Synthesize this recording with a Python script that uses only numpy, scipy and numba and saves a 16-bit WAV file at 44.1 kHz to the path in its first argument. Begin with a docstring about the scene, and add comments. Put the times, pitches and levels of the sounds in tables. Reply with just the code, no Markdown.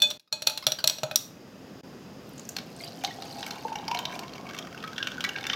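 """Ice cubes clatter into a tall glass on a table, then milk is poured over them; close microphone, small room.
Each cube cracks against the pile, rings the glass and thumps the table, and wet cubes squeak as they slip.
The stream splashes and bubbles under an air column that rises in pitch as the glass fills, while the
floating cubes knock against the wall. A low, fan-like room tone lies underneath."""
import sys
import numpy as np
from scipy import signal
from scipy.fft import rfft, irfft
from scipy.io import wavfile
from scipy.ndimage import uniform_filter1d
from numba import njit

SR = 44100
rng = np.random.default_rng(int(sys.argv[2]) if len(sys.argv) > 2 else 0)


def inscribe(sig):
    """Save sig as 16-bit PCM at rate SR to the path in sys.argv[1].

    A 1-D sig is mono; a 2-D sig holds one channel per row.
    Samples are clipped to [-1, 1] before scaling.
    """
    pcm = np.round(np.clip(np.atleast_2d(sig).T, -1, 1) * 32767)
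    wavfile.write(sys.argv[1], SR, pcm.astype(np.int16))


N = 244755
TIME = np.arange(N) / SR
AGE = np.arange(SR // 2) / SR  # seconds since the start of one short event
POUR_S, RISE_M_PER_S, EMPTY_COLUMN_M = 2.437, 0.02955, 0.1363  # the milk collects and climbs the glass

# cubes landing: (time [s], crack level [dB], crack centre [Hz], ring level [dB], favoured ring [Hz],
# thump level [dB])
LANDINGS = [(.001, -42.5, 4370, -37, 4310, -46.5), (.0184, -28, 4300, -27, 2509, -52),
            (.02, -16, 6200, -11.5, 3505, -38), (.031, -45, 4440, -24.5, 4310, -62),
            (0.103, -27, 5900, -44, 5730, -46), (.11, -25.5, 4100, -44, 3500, -44),
            (0.1962, -22.5, 4930, -52, 4310, -62), (.326, -23.5, 4800, -22, 4310, -34.5),
            (.421, -26.5, 4300, -38.5, 4310, -37.5), (.468, -32, 4200, -37, 884, -36),
            (.4712, -12, 4380, -23, 4310, -30.5), (.4753, -19.5, 3900, -43, 3460, -53),
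            (.497, -25, 4200, -50, 4310, -38), (.575, -23.5, 4640, -62, 4070, -47),
            (.667, -11, 2550, -37, 4310, -23), (.674, -23.5, 4440, -49, 4500, -56),
            (0.7197, -16.5, 4500, -40, 5730, -32), (.841, -13.5, 3980, -29, 4520, -25),
            (.86, -46, 5500, -48, 5730, -37), (0.8746, -8, 4320, -26, 7800, -56),
            (.897, -16.5, 4800, -48, 5730, -35.5), (0.984, -33, 4400, -54, 5730, -40.5),
            (1.033, -23, 2080, -32, 4310, -20), (1.112, -29.5, 2340, -54, 2515, -28.5),
            (1.158, -7, 6100, -50, 5730, -53)]
# floating cubes hitting the wall: (time [s], relative level [dB], centre [Hz], treble [dB])
WALL_KNOCKS = [(2.49, -18.5, 5900, 22.5), (2.565, -14, 4500, 7), (2.585, -20, 3900, 2),
               (3.037, -19.5, 2530, 8), (3.047, -8, 4000, 0.5), (3.221, -21.5, 4300, 3),
               (3.428, -18.5, 3800, -5), (3.464, -21.5, 2320, 9), (3.508, -19.5, 4100, 3),
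               (3.756, -21.5, 2820, 0), (3.88, -15.5, 4700, 1.5), (3.913, -17.5, 2830, 3),
               (3.947, -16, 2870, 5), (3.971, -20, 4170, -7), (3.989, -14.5, 3160, 10),
               (4.053, -14, 3780, -3), (4.191, -22, 4120, 8.5), (4.547, -24.5, 2100, 7),
               (4.587, -20.5, 2900, 6), (4.839, -25.5, 1720, 0), (4.98, -15.5, 1880, -5),
               (5.027, -14.5, 3040, -7), (5.071, -14.5, 3000, 0), (5.206, -18.5, 3020, 6),
               (5.24, -13, 3240, 5.5), (5.247, -14, 2230, -1), (5.29, -19, 2970, 4),
               (5.361, -19, 2580, -14), (5.384, -25.5, 3500, -11), (5.44, -23, 2680, -1),
               (5.452, -23, 2700, -14), (5.467, -14.5, 2550, 7), (5.498, -13, 2980, -13),
               (5.532, -14.5, 3480, -15)]
# colour of a knock or pop in milk: (frequency [Hz], gain [dB])
IN_MILK_COLOUR = [(200, -48), (700, -15.5), (1400, -3.5), (2100, -0.5), (3200, 0.5), (4300, -1),
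                  (5800, 0.5), (7000, -11), (9000, -21), (14000, -17), (16000, -27)]


def undb(db):
    """Decibels to gain."""
    return 10 ** (np.asarray(db) / 20)


def unit(x):
    """Scale to an rms of one."""
    return x / np.sqrt(np.mean(x ** 2))


def curve(rows, column=1):
    """One column of a time table at every sample."""
    rows = np.array(rows)
    return np.interp(TIME, rows[:, 0], rows[:, column])


def fade(t60):
    """Exponential decay, 60 dB down after t60 seconds; 1 - fade makes an attack."""
    return np.exp(-np.log(1000) * AGE / max(t60, 1e-3))


def add(out, s, sound):
    """Mix a sound in at s seconds."""
    start = int(np.clip(s * SR, 0, N - 1))
    out[start:start + len(sound)] += sound[:N - start]


def colour(x, points):
    """Minimum-phase filter through points of (frequency [Hz], gain [dB])."""
    size = 4096
    hz, db = np.transpose(points)
    bin_hz = np.fft.rfftfreq(size, 1 / SR) + 1
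    log_gain = np.log(undb(np.interp(np.log(bin_hz), np.log(hz), db)))
    cepstrum = irfft(log_gain)[:size // 2] * np.r_[1, np.full(size // 2 - 1, 2)]
    impulse = irfft(np.exp(rfft(cepstrum, size)))
    return signal.fftconvolve(x, impulse)[:len(x)]


@njit
def svf(x, hz, q):
    """State-variable band-pass with a moving centre."""
    y, band, low = np.empty(len(x)), 0., 0.
    for i in range(len(x)):
        g = np.tan(np.pi * hz[i] / SR)
        v = (band + g * (x[i] + 1e-18 - low)) / (1 + g * (g + 1 / q))
        band, low, y[i] = 2 * v - band, low + 2 * g * v, v / q
    return y


def resonate(x, hz, q):
    """One resonance, gain 1 at its centre."""
    return svf(x, hz * np.ones(len(x)), float(q))


def ring(modes):
    """Struck modes (frequency [Hz], level [dB], t60 [s]) with a joint starting rms of one."""
    sound = sum(undb(db) * fade(t60) * np.sin(2 * np.pi * (hz * AGE + rng.random()))
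                for hz, db, t60 in modes)
    return sound / np.sqrt(sum(undb(db) ** 2 for _, db, _ in modes) / 2)


def burst(points, hz, t60, q, focus_db):
    """A brief crunch of contact: decaying noise with a resonance at hz."""
    noise = colour(rng.standard_normal(len(AGE)) * fade(t60), points)
    focused = noise + undb(focus_db) * resonate(noise, hz, q)
    return unit(focused) * np.sqrt(np.mean(fade(t60) ** 2))


def grains(per_s, low_hz, high_hz, cycles, spread_db, glide):
    """Tiny bubbles or chips at random moments; each rings briefly, rising in pitch with glide."""
    out = np.zeros(N)
    for when, pitch, size, life in rng.random((int(per_s * N / SR), 4)):
        hz = low_hz * (high_hz / low_hz) ** pitch
        length = int(cycles * (.5 + life) * SR / hz) + 2
        progress = np.arange(length) / length
        tone = np.sin(2 * np.pi * hz / SR * length * progress * (1 + glide * progress))
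        add(out, when * N / SR, undb(spread_db * size ** 2) * 0.00089 ** progress * tone)
    return unit(out)


def reflections(x, t60, build_s, wet_db):
    """The direct sound, plus diffuse reflections from near walls that build up and die away."""
    tail = rng.standard_normal(len(AGE)) * fade(t60) * (1 - fade(build_s)) ** 2
    tail = colour(tail, [(150, -2), (1000, 9.5), (4500, 1), (7000, 3), (9000, -2.0), (15000, 2.5)])
    return x + undb(wet_db) * signal.fftconvolve(x, tail / np.sqrt(np.sum(tail ** 2)))[:N]


def falling_ice():
    """Each cube cracks, rings the wall (choked while it touches, then free), and thumps the base."""
    # modes of the glass wall: (frequency [Hz], level [dB], t60 [s])
    wall_modes = [(595.8, -19, 0.63), (870, -15.5, 0.33), (1602, -18, 0.086), (2513, -7.5, 0.25),
                  (3280, -21, 0.31), (3497, -3.5, 0.15), (3970, -15, 0.43), (4223, 2.5, 0.091),
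                  (4310, -18, 0.1), (4430, -3, 0.19), (5730, 1, 0.04), (6700, -12.5, 0.19),
                  (7240, -13, 0.08), (7790, -15, 0.18), (9700, -13.5, .03), (10070, -12, .05),
                  (11300, -18, 0.06), (13400, -14, 0.034), (11500, -18, .06), (14300, -23, 0.046),
                  (14700, -28, .04)]
    # modes of the table top and the air in the empty glass: (frequency [Hz], level [dB], t60 [s])
    thump_modes = [(122, -20, 0.2), (140, -12.5, 0.16), (557, -5.5, 0.069), (622, -3.5, 0.14),
                   (650, -2, 0.028), (755, 0, 0.016), (1320, -6, 0.03), (1540, -7, 0.031)]
    # colour of an ice contact: (frequency [Hz], gain [dB])
    crack_colour = [(40, -34), (100, -19.5), (700, -0.5), (1450, 4), (2000, -4), (4000, 10), (6000, -2),
                    (8500, -3), (11000, -3), (13000, 6.5), (15500, 0.5)]
    favour_db, favour_width_hz, detune, scatter_db = 19, 29, .008, 7
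    hardness_db, damping_per_s = 12, 0.12
    wall_hz, wall_db, wall_t60 = np.transpose(wall_modes)
    out = np.zeros(N)
    for s, crack_db, crack_hz, ring_db, ring_hz, thump_db in LANDINGS:
        # the point of contact decides which mode speaks most; cubes leaning on the wall shift the others
        favoured = np.exp(-((wall_hz - ring_hz) / favour_width_hz) ** 2)
        shift, scatter = rng.uniform(-0.67, 1, (2, len(wall_hz))) * (1 - favoured)
        mode_hz = wall_hz * (1 + detune * shift)
        mode_db = wall_db + favour_db * favoured + scatter_db * scatter
        mode_t60 = wall_t60 * np.exp(-damping_per_s * s)  # the growing pile shortens the ring
        # a harder contact is shorter and brighter: its length halves with every 29.5 dB
        crack_t60 = 0.017 * 2 ** (-crack_db / 29.5)
        bright_db = hardness_db * np.log2(0.025 / crack_t60)
        shade = [(hz, db + bright_db * (hz > 5000)) for hz, db in crack_colour]
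        choked = ring([(hz, db, crack_t60) for hz, db in zip(mode_hz, mode_db)])
        crunch = burst(shade, crack_hz, crack_t60, q=1.05, focus_db=16.5)
        crack = undb(crack_db - 1) * (crunch + choked)
        free_ring = undb(ring_db) * ring(list(zip(mode_hz, mode_db, mode_t60)))
        thump = undb(thump_db) * ring(thump_modes) * (1 - fade(0.0013))
        add(out, s, (crack + free_ring + thump) * (1 - fade(0.0021)))
    return out


def grit():
    """Tiny chips of ice tick against each other after every landing, louder after a hard one."""
    envelope = np.zeros(N)
    for s, crack_db, *_ in LANDINGS:
        add(envelope, s, undb(-31.5 + 0.61 * crack_db) * fade(0.14) * (1 - fade(.02)))
    return envelope * grains(per_s=1600, low_hz=2450, high_hz=15500, cycles=14, spread_db=17, glide=0)


def room_tone():
    """A low fan-like rush with a faint tone and thin hiss, swelling after the ice has landed."""
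    # colours of the rush and of the hiss: (frequency [Hz], gain [dB])
    rush_colour = [(25, -36), (48, -40), (62, -6.5), (76, -13.5), (115, -3.5), (190, 1.5), (270, -2),
                   (350, -4.5), (520, -6.5), (900, -15), (2100, -21.5), (6000, -61.5)]
    hiss_colour = [(400, -48), (1500, -64), (2500, 2), (4400, -5.5), (4850, 3), (5800, -5.5), (6700, -5),
                   (8000, -16), (11000, -17), (13500, -13.5), (15800, -18.5)]
    # swell of the room tone: (time [s], gain [dB])
    swell = [(0, -4), (.4, -10), (1.15, -4.5), (1.35, -1.5), (1.7, 1), (3.5, 1.5), (5.55, 2.5)]
    rush = unit(colour(rng.standard_normal(N), rush_colour))
    hiss = unit(colour(rng.standard_normal(N), hiss_colour))
    tone = unit(resonate(rng.standard_normal(N), 263.5, q=59))
    return (undb(-47) * rush + undb(-59) * hiss + undb(-57.5) * tone) * undb(curve(swell))


def level_dips():
    """The overall level dips briefly, twice."""
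    # quiet spans: (start [s], end [s], gain [dB])
    spans = [(0.176, 0.321, -24.5), (1.811, 1.833, -29)]
    gain = np.ones(N)
    for start, end, db in spans:
        gain[(TIME > start) & (TIME < end)] = undb(db)
    return uniform_filter1d(gain, size=200)


def squeaks():
    """Stick-slip between wet cubes: a short scratchy buzz, loudest where the ice resonates."""
    # cubes slipping on each other: (time [s], level [dB], slip rate [Hz])
    slips = [(.275, -33, 1280), (.625, -33.5, 1070), (.638, -37, 1280), (.787, -27, 1574),
             (.802, -35, 1460)]
    ice_colour = [(1200, 2.5), (3000, -3.0), (4700, 6.5), (6500, -14), (14000, -10)]
    sag_per_s, wobble, scratch = .15, .03, .8
    out = np.zeros(N)
    for s, db, hz in slips:
        waver = wobble * unit(uniform_filter1d(rng.standard_normal(len(AGE)), size=60))
        phase = np.cumsum(hz * (np.exp(-sag_per_s * AGE) + waver)) / SR
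        buzz = unit(sum(np.sin(2 * np.pi * k * phase) for k in range(1, 6)))
        squeak = unit(colour(buzz + scratch * rng.standard_normal(len(AGE)), ice_colour))
        add(out, s, undb(db) * squeak * fade(.05) * (1 - fade(0.0053)))
    return out


def depth(s):
    """Depth of the milk in metres at s seconds."""
    return np.clip(RISE_M_PER_S * (s - POUR_S), 0, .8 * EMPTY_COLUMN_M)


def column_hz():
    """Quarter-wave pitch of the air above the milk."""
    sound_m_per_s = 343
    return sound_m_per_s / (4 * (EMPTY_COLUMN_M - depth(TIME)))


def pour():
    """The stream beats bubbles into the milk and sprays over the ice; some ring on at the surface."""
    # strength of the stream: (time [s], relative bubbling level [dB], relative spray level [dB])
    strength = [(2.2, -61, -62), (2.64, -53, -66), (3.18, -50.5, -61), (3.39, -43.5, -56.5),
                (3.67, -46, -65), (3.87, -40.5, -79), (4.04, -42, -77), (4.15, -38, -51),
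                (4.26, -44.5, -79), (4.88, -46, -69), (5.46, -41, -62), (5.55, -30, -58)]
    # colour of the spray: (frequency [Hz], gain [dB])
    spray_colour = [(800, -18), (2500, -21), (4500, 2.5), (6500, -5), (8500, -5.5), (11000, -6.5),
                    (14000, -0.5), (16000, -12)]
    bubbles = grains(per_s=800, low_hz=613, high_hz=3300, cycles=11, spread_db=40, glide=.05)
    pops = bubble_pops(per_s=70, spread_db=9.5)
    plinks = grains(per_s=140, low_hz=2354, high_hz=6490, cycles=76, spread_db=6.7, glide=.02)
    drops = grains(per_s=700, low_hz=2330, high_hz=15600, cycles=8, spread_db=14.7, glide=.03)
    spray = unit(colour(drops, spray_colour))
    gurgling = gurgle()
    # bubbles need a pool; spray is loudest on bare ice
    pool_m, covered_m, bare_ice_db, covered_db = 0.014, 0.04, 9.5, 3.5
    pool = np.clip(depth(TIME) / pool_m, 0, 1)
    covered = np.clip((depth(TIME) - covered_m) / .006, 0, 1)
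    spray_db = curve(strength, column=2) + bare_ice_db * (1 - covered) + covered_db * covered
    onset = np.clip((TIME - 2.15) / 0.38, 0, 1)
    glance = undb(-46) * np.sin(np.pi * np.clip((TIME - 2.785) / .11, 0, 1))  # the stream clips a cube
    stirred = stirring()
    flow = pool * undb(curve(strength) - 3.5) + stirred + undb(-11) * glance
    splash = onset * undb(spray_db) + glance + undb(-9) * stirred
    bubbling = flow * (undb(-8.5) * bubbles + undb(-14) * pops)
    splashing = splash * (undb(-4) * spray + undb(-3) * pool * plinks)
    knocking = undb(-4.5) * floating_ice()
    # the sound bounces between wall, ice and surface before it leaves the mouth of the glass
    inside = reflections(bubbling + splashing + knocking, t60=.035, build_s=.003, wet_db=-8)
    return air_column(inside) + flow * gurgling


def air_column(x):
    """The space above the milk: a rising quarter-wave tone, its overtone and modes across the glass."""
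    hz = column_hz()
    along = undb(3.5) * resonate(x, hz, q=4.5) + undb(-5.5) * resonate(x, 2.4 * hz, q=20)
    across = sum(undb(db) * resonate(x, np.hypot(cross_hz, hz), q)
                 for cross_hz, db, q in [(3000, 5.5, 29), (2300, -3.5, 10), (5850, -8, 85)])
    exposed = np.clip((hz - 700) / 600, 0, 1)  # cross modes get out only once the column is short
    return x + along + exposed * across


def droplets():
    """The first drops of milk slap on bare ice with a bright tick."""
    # drops landing: (time [s], level [dB], centre [Hz])
    ticks = [(2.291, -44, 14000), (2.333, -48, 10100), (2.358, -51.5, 12000), (2.379, -37, 6860),
             (2.395, -33.5, 6900), (2.452, -38.5, 6000), (2.763, -41, 8300)]
    out = np.zeros(N)
    for s, db, hz in ticks:
        tick = burst([(2500, 1), (6000, 1), (16000, -10)], hz, t60=0.021, q=9.9, focus_db=16)
        add(out, s, undb(db) * tick * (1 - fade(0.0053)))
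    return out


def bubble_pops(per_s, spread_db):
    """Small bubbles burst at random between the cubes: mostly faint, a few sharp."""
    pops = np.zeros(N)
    when, size = rng.random((int(per_s * N / SR), 2)).T
    pops[(when * N).astype(int)] = undb(spread_db * size ** 2)
    return unit(colour(pops, IN_MILK_COLOUR))


def gurgle():
    """The jet churns the surface and keeps the air column sounding, over a burble of steady pitch."""
    churn = grains(per_s=500, low_hz=600, high_hz=2000, cycles=8, spread_db=12, glide=.03)
    column = unit(resonate(churn, column_hz(), q=17))
    burble = unit(resonate(churn, 685, q=9.8))
    sinking = np.clip((5.3 - TIME) / 0.65, 0, 1)  # the burble fades as the last cubes go under
    return undb(-6) * (column + sinking * burble)


def knock(s, peak_db, hz, treble_db):
    """One cube against the wall, damped at once by the liquid and rounder in deeper milk."""
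    body_db_per_m = 53
    body_db = body_db_per_m * depth(s)
    shade = [(f, db + body_db * (1000 < f < 2000) + treble_db * (f > 6500)) for f, db in IN_MILK_COLOUR]
    sound = burst(shade, hz, t60=0.013, q=6.7, focus_db=8.5) * (1 - fade(0.017))
    return undb(peak_db) * sound / np.abs(sound).max()


def floating_ice():
    """Cubes lifted by the milk knock on the wall and, once afloat, jostle faintly in between."""
    out = np.zeros(N)
    for s, peak_db, hz, treble_db in WALL_KNOCKS:
        add(out, s, knock(s, peak_db, hz, treble_db))
    afloat_s, jostles_per_s, low_hz, high_hz = 3.4, 32, 1500, 4200
    span_s = N / SR - afloat_s
    for when, size, pitch in rng.random((int(jostles_per_s * span_s), 3)):
        s = afloat_s + when * span_s
        hz = low_hz * (high_hz / low_hz) ** pitch
        add(out, s, knock(s, -34.5 + 6.5 * size, hz, treble_db=3))
    return out


def stirring():
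    """Envelope of the bubbles that each knocking cube shakes loose."""
    power = np.zeros(N)
    for s, peak_db, *_ in WALL_KNOCKS:
        add(power, s, (undb(peak_db - 30) * fade(0.15)) ** 2)
    return np.sqrt(power)


def glugs():
    """Air trapped between the cubes escapes in large bubbles that ring longer in deeper milk."""
    # single large bubbles: (time [s], level [dB], starting pitch [Hz])
    large_bubbles = [(2.806, -31.5, 2100), (2.836, -28, 4640), (3.04, -17.5, 760), (3.076, -32, 2120),
                     (3.108, -31, 1877), (3.185, -29.5, 743), (3.65, -19.5, 873), (3.652, -27.5, 468),
                     (3.719, -22.5, 878), (3.756, -25, 825), (3.884, -23, 887), (3.915, -16.5, 932),
                     (3.949, -23, 706), (3.994, -27, 967), (4.839, -27, 1255), (5.003, -27, 1590),
                     (5.071, -33, 1436), (5.242, -25.5, 1928), (5.354, -28.5, 1575), (5.531, -30, 1150)]
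    pitch_rise, shallow_t60, t60_s_per_m = .02, 0.027, 0.8
    out = np.zeros(N)
    for s, db, hz in large_bubbles:
        decay = fade(shallow_t60 + t60_s_per_m * depth(s))
        phase = hz * AGE * (1 + pitch_rise * (1 - decay))
        add(out, s, undb(db) * decay * (1 - fade(0.011)) * np.sin(2 * np.pi * phase))
    return out


def scene():
    """Ice first, then milk, close up in a small room, in mono."""
    ice = reflections(falling_ice() + grit() + squeaks(), t60=0.34, build_s=0.035, wet_db=-13)
    milk = reflections(pour() + glugs() + droplets(), t60=0.24, build_s=0.065, wet_db=-12)
    return ((ice + milk + room_tone()) * level_dips())[None]


def record(dry):
    """The microphone drops the deepest bass, rounds the sharpest peaks and cuts the top."""
    bottom_hz, top_hz = 40, 16000
    low_cut = signal.butter(2, bottom_hz, "high", fs=SR, output="sos")
    high_cut = signal.ellip(8, .2, 70, top_hz, fs=SR, output="sos")
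    rounded = np.tanh(signal.sosfilt(low_cut, dry))
    return signal.sosfilt(high_cut, rounded)


dry = scene()
out = record(dry)
inscribe(out)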